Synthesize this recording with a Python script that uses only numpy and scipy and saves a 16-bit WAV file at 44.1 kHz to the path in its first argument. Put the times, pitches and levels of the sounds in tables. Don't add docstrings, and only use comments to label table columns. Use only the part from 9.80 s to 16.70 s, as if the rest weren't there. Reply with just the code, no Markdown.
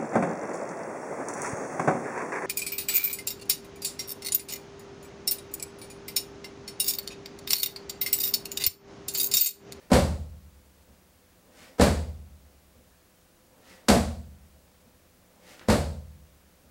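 import sys
import numpy as np
from scipy import signal
from scipy.fft import rfft, irfft
from scipy.io import wavfile
from scipy.ndimage import uniform_filter1d

SR = 44100
rng = np.random.default_rng(int(sys.argv[2]) if len(sys.argv) > 2 else 0)


def dump(signal):
    limited = np.clip(np.atleast_2d(signal).T, -1, 1)
    pcm = np.round(limited * 32767).astype(np.int16)
    wavfile.write(sys.argv[1], SR, pcm)


N = 304290
TIME = np.arange(N) / SR

# f/Hz, relative level/dB
AIR_EQ = [(15, -30), (25, -4.5), (80, -0.5), (144, -8.5), (184, 1), (205, -6.5), (248, -6), (403, -9),
          (461, -15), (500, -8), (637, -10.5), (812, -14), (1640, -17), (3300, -20.5), (15800, -23)]
# f/Hz, rms level/dB
HUM_TONES = [(86.1, -79), (177.6, -80.5), (506, -75), (15735, -78)]
# first touch t/s, shin level/dB, shin tilt/(dB per octave), instep level/dB,
# direct slap boost/dB, sink-in t/s, thud level/dB, shield ring f/Hz, ring level/dB,
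# air pop f/Hz, pop level/dB, swish level/dB, lead-in t/s
KICK_CUES = [(0.115, -4, 0.15, 1.15, 2, 0.00341, 0, 168, -37, 540, -24, -56, 0.015),
             (1.9946, -3.5, -1, 2.5, 4, 0.0039, -0.34, 234, -33, 482, -23, -60.5, .0135),
             (4.0831, 1, 0.43, -1, 9, .0125, -2.5, 230.3, -17, 667, -17.5, -63, 0.0072),
             (5.8832, -5.5, 0.1, -1, 3.5, 0.00375, -2.4, 152.6, -26, 580, -23, -60, 0.0078)]
# f/Hz, relative level/dB
COTTON_EQ = [(100, -7.5), (400, -4), (1000, -10.5), (1900, -4.5), (3000, -7.5), (5000, -9.5), (9000, -14.5),
             (15000, -28)]
# f/Hz, relative level/dB
FOLDS_EQ = [(60, -24), (220, -9), (550, -4), (1000, -14.5), (3000, -39), (15000, -51)]
# f/Hz, gain/dB
LEAD_IN_EQ = [(100, -7.5), (450, 13.5), (800, 4.5), (1500, -3.5), (3000, -13.5), (6000, -13.5),
              (15000, -27)]
# f/Hz, gain/dB
VINYL_EQ = [(40, -4.5), (100, 0.5), (250, 9), (600, 10.5), (1250, 3), (2300, 0), (3100, -2.5), (4400, 2),
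            (6100, -4), (7900, -1.3), (10500, -9), (13000, -16), (16000, -29)]
# f/Hz, gain/dB
FOAM_EQ = [(30, 2), (48, 15), (75, 26), (110, 26), (140, 23.5), (215, 28), (340, 18), (520, 25), (700, 19),
           (1100, 7.5), (2000, 0.5), (4000, -20.5), (16000, -74)]
# delay t/s, level before dulling/dB
EARLY_ECHOES = [(.0038, -2.5), (0.0117, -11.5), (.0392, -15.5), (0.0447, -5.5), (0.0652, -21), (0.0699, -3)]
# f/Hz, resonance gain/dB, t60/s, polarity at the microphone
ROOM_MODES = [(47.3, 21, 1.05, 1), (61.24, 22.5, 1, 1), (69.4, 15.5, 2.1, 1), (78.1, 29.5, 0.79, -1),
              (77.3, 28.5, 0.32, 1), (89.35, 18.5, 0.8, -1), (142.2, 7.5, .52, 1), (153.4, 6, 1.5, 1),
              (196, 5.5, 1.5, 1), (226.4, 14.5, 0.577, 1), (243.4, 6, 0.79, 1)]
# f/Hz, energy over the unboosted direct sound/dB, t60/s
TAIL_BANDS = [(45.3, -13, 1.3), (76, -13, 0.9), (128.3, 9.5, 0.85), (227, 11.5, 0.41), (370, 7, 0.51),
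              (670, 8.5, 0.49), (1500, 12, 0.4), (4050, 8.5, 0.46), (8000, 8, 0.47), (15100, 12, 0.37)]
# t/s, f/Hz, level/dB
SQUEAK_CUES = [(1.45, 1660, -82), (3.12, 1680, -75), (3.45, 1430, -86)]
# t/s, level/dB, fade t/s, low-pass f/Hz
SNAP_CUES = [(5.7935, -20, 0.0019, 6000), (5.811, -16.5, 0.0064, 2130)]


def from_db(db):
    return 10 ** (np.asarray(db) / 20)


def rms_one(x):
    return x / np.sqrt(np.mean(x ** 2) + 1e-20)


def at_hz(table, hz, column=1):
    table = np.array(table)
    return np.interp(np.log(hz + 1), np.log(table[:, 0]), table[:, column])


def low_pass(x, hz, order=2):
    return signal.sosfilt(signal.butter(order, hz, fs=SR, output="sos"), x)


def colour(x, eq, tilt_db=0):
    size = 16384
    hz = np.arange(size // 2 + 1) * SR / size
    curve_db = at_hz(eq, hz) + tilt_db * np.log2((hz + 20) / 300)
    cepstrum = irfft(np.log(from_db(curve_db)))
    cepstrum[1:size // 2] *= 2
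    cepstrum[size // 2 + 1:] = 0
    impulse = irfft(np.exp(rfft(cepstrum)))
    return signal.fftconvolve(x, impulse)[:len(x)]


def add(track, s, sound):
    start = max(round(s * SR), 0)
    track[start:start + len(sound)] += sound[:len(track) - start]


def noise(eq):
    return rms_one(colour(rng.standard_normal(N), eq))


def flutter(hz):
    return rms_one(low_pass(rng.standard_normal(N), hz))


def burst(fade_s, rise_s=0.0016):
    t = TIME[:SR // 8]
    swell = 1 - np.exp(-t / rise_s)
    clicks = rng.standard_normal(len(t)) * np.exp(-t / fade_s)
    for _ in range(4):
        flat = np.exp(1j * np.angle(rfft(clicks * swell, 2 * len(t))))
        clicks = irfft(flat)[:len(t)]
    return clicks / np.linalg.norm(clicks)


def room_tone(air_db=-60.5, waver_hz=3):
    out = from_db(air_db) * noise(AIR_EQ)
    for hz, level_db in HUM_TONES:
        out += from_db(level_db) * rms_one(np.sin(2 * np.pi * hz * TIME + flutter(waver_hz)))
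    return out


def uniform(grain_db=3, rustle_db=-69.5, settle_db=-83.5):
    swing_lead_s, settle_after_s = 0.19, 0.67
    swish_width_s, rustle_width_s, settle_width_s = 0.051, 0.21, 0.53
    swish = rms_one(noise(COTTON_EQ) * from_db(grain_db * flutter(160)))
    rustle = noise(FOLDS_EQ)
    out = np.zeros(N)
    for s, *_, swish_db, _ in KICK_CUES:
        swing_t = TIME - (s - swing_lead_s)
        settle_t = TIME - (s + settle_after_s)
        out += swish * from_db(swish_db) / (1 + (swing_t / swish_width_s) ** 2 / 2) ** 2
        out += rustle * from_db(rustle_db) * np.exp(-(swing_t / rustle_width_s) ** 2)
        out += rustle * from_db(settle_db) * np.exp(-(settle_t / settle_width_s) ** 2)
    return out


def lead_in_noise(reference_lead_s=0.018):
    out = np.zeros(N)
    for s, *_, lead_s in KICK_CUES:
        gain = from_db(-2.5) * (lead_s / reference_lead_s) ** 2
        add(out, s - lead_s, gain * colour(burst(fade_s=0.028), LEAD_IN_EQ))
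    return out


def slap(level_db, fade_s, tilt_db=0):
    return from_db(level_db) * colour(burst(fade_s), VINYL_EQ, tilt_db)


def ring(hz, t60_s, rise_s):
    t = TIME[:SR // 4]
    return np.sin(2 * np.pi * hz * t) * from_db(-60 * t / t60_s) * (1 - np.exp(-t / rise_s))


def foam_pulse(level_db, tilt_db=0):
    return from_db(level_db) * colour(signal.unit_impulse(SR // 2), FOAM_EQ, tilt_db)


def thud(sink_s, thud_db, shield_hz, shield_db, pop_hz, pop_db):
    out = np.zeros(SR // 2)
    add(out, 0, from_db(shield_db) * ring(shield_hz, t60_s=0.083, rise_s=0.006))
    add(out, sink_s, -foam_pulse(thud_db))
    add(out, sink_s, -from_db(pop_db) * ring(pop_hz, t60_s=0.029, rise_s=0.0013))
    return out


def diffuse_tails(t, count, build_s=0.0042, predelay_s=0.00042):
    edges = np.geomspace(36, 18000, 28)
    white = rng.standard_normal((2, count, len(t) + SR // 8))
    swell = 1 - np.exp(-np.maximum(t - predelay_s, 0) / build_s)
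    out = np.zeros((count, len(t)))
    for k, (low, high) in enumerate(zip(edges, edges[1:])):
        hz = np.sqrt(low * high)
        t60_s = at_hz(TAIL_BANDS, hz, column=2)
        band = signal.sosfilt(signal.butter(2, [low, high], "band", fs=SR, output="sos"), white[k % 2])
        band /= np.sqrt(uniform_filter1d(band ** 2, size=3000) + 1e-18)
        band = band[:, -len(t):] * swell * from_db(-60 * t / t60_s)
        gain = np.sqrt(2 * (high - low) / SR) * from_db(at_hz(TAIL_BANDS, hz))
        out += gain * band / np.linalg.norm(band, axis=1, keepdims=True)
    return out


def hall(count, wall_hz=1500, crossing_s=0.0242):
    t = TIME[:50000]
    echoes = np.zeros(len(t))
    for delay_s, level_db in EARLY_ECHOES:
        add(echoes, delay_s, from_db([level_db]))
    response = low_pass(echoes, wall_hz, order=1)
    build_up = np.minimum(t / crossing_s, 1)
    for hz, gain_db, t60_s, polarity in ROOM_MODES:
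        damping = np.log(1000) / t60_s
        wave = polarity * np.cos(2 * np.pi * hz * (t - crossing_s)) * np.exp(-damping * t)
        response += from_db(gain_db) * 2 * damping / SR * wave * build_up
    return response + diffuse_tails(t, count)


def feet(step_after_s=0.96, squeak_width_s=0.03):
    out = np.zeros(N)
    for s, *_ in KICK_CUES:
        add(out, s + step_after_s, foam_pulse(level_db=-44, tilt_db=-2.5))
    grip = flutter(120)
    for s, hz, level_db in SQUEAK_CUES:
        envelope = np.exp(-((TIME - s) / squeak_width_s) ** 2)
        out += from_db(level_db) * grip * np.sin(2 * np.pi * hz * TIME) * envelope
    return out


def cloth_snaps():
    out = np.zeros(N)
    for s, level_db, fade_s, top_hz in SNAP_CUES:
        crack = colour(burst(fade_s), COTTON_EQ)
        add(out, s, from_db(level_db) * low_pass(crack, top_hz))
    return out


def scene(instep_lag_s=0.0137):
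    layers = [(0, uniform() + lead_in_noise(), 4.5), (0, cloth_snaps(), 10), (0, feet(), 0)]
    for s, shin_db, tilt_db, instep_db, boost_db, *foam, _, _ in KICK_CUES:
        layers += [(s, slap(shin_db, fade_s=0.00724, tilt_db=tilt_db), boost_db),
                   (s + instep_lag_s, slap(instep_db, fade_s=0.0078), boost_db),
                   (s, thud(*foam), 0)]
    out = room_tone()
    for (s, sound, boost_db), response in zip(layers, hall(count=len(layers))):
        add(out, s, from_db(boost_db) * sound)
        add(out, s, signal.fftconvolve(sound, response))
    return out[None]


def record(dry):
    cutoff_hz = 15900
    return signal.sosfilt(signal.ellip(10, 0.1, 80, cutoff_hz, fs=SR, output="sos"), dry)


dry = scene()
out = record(dry)
dump(out)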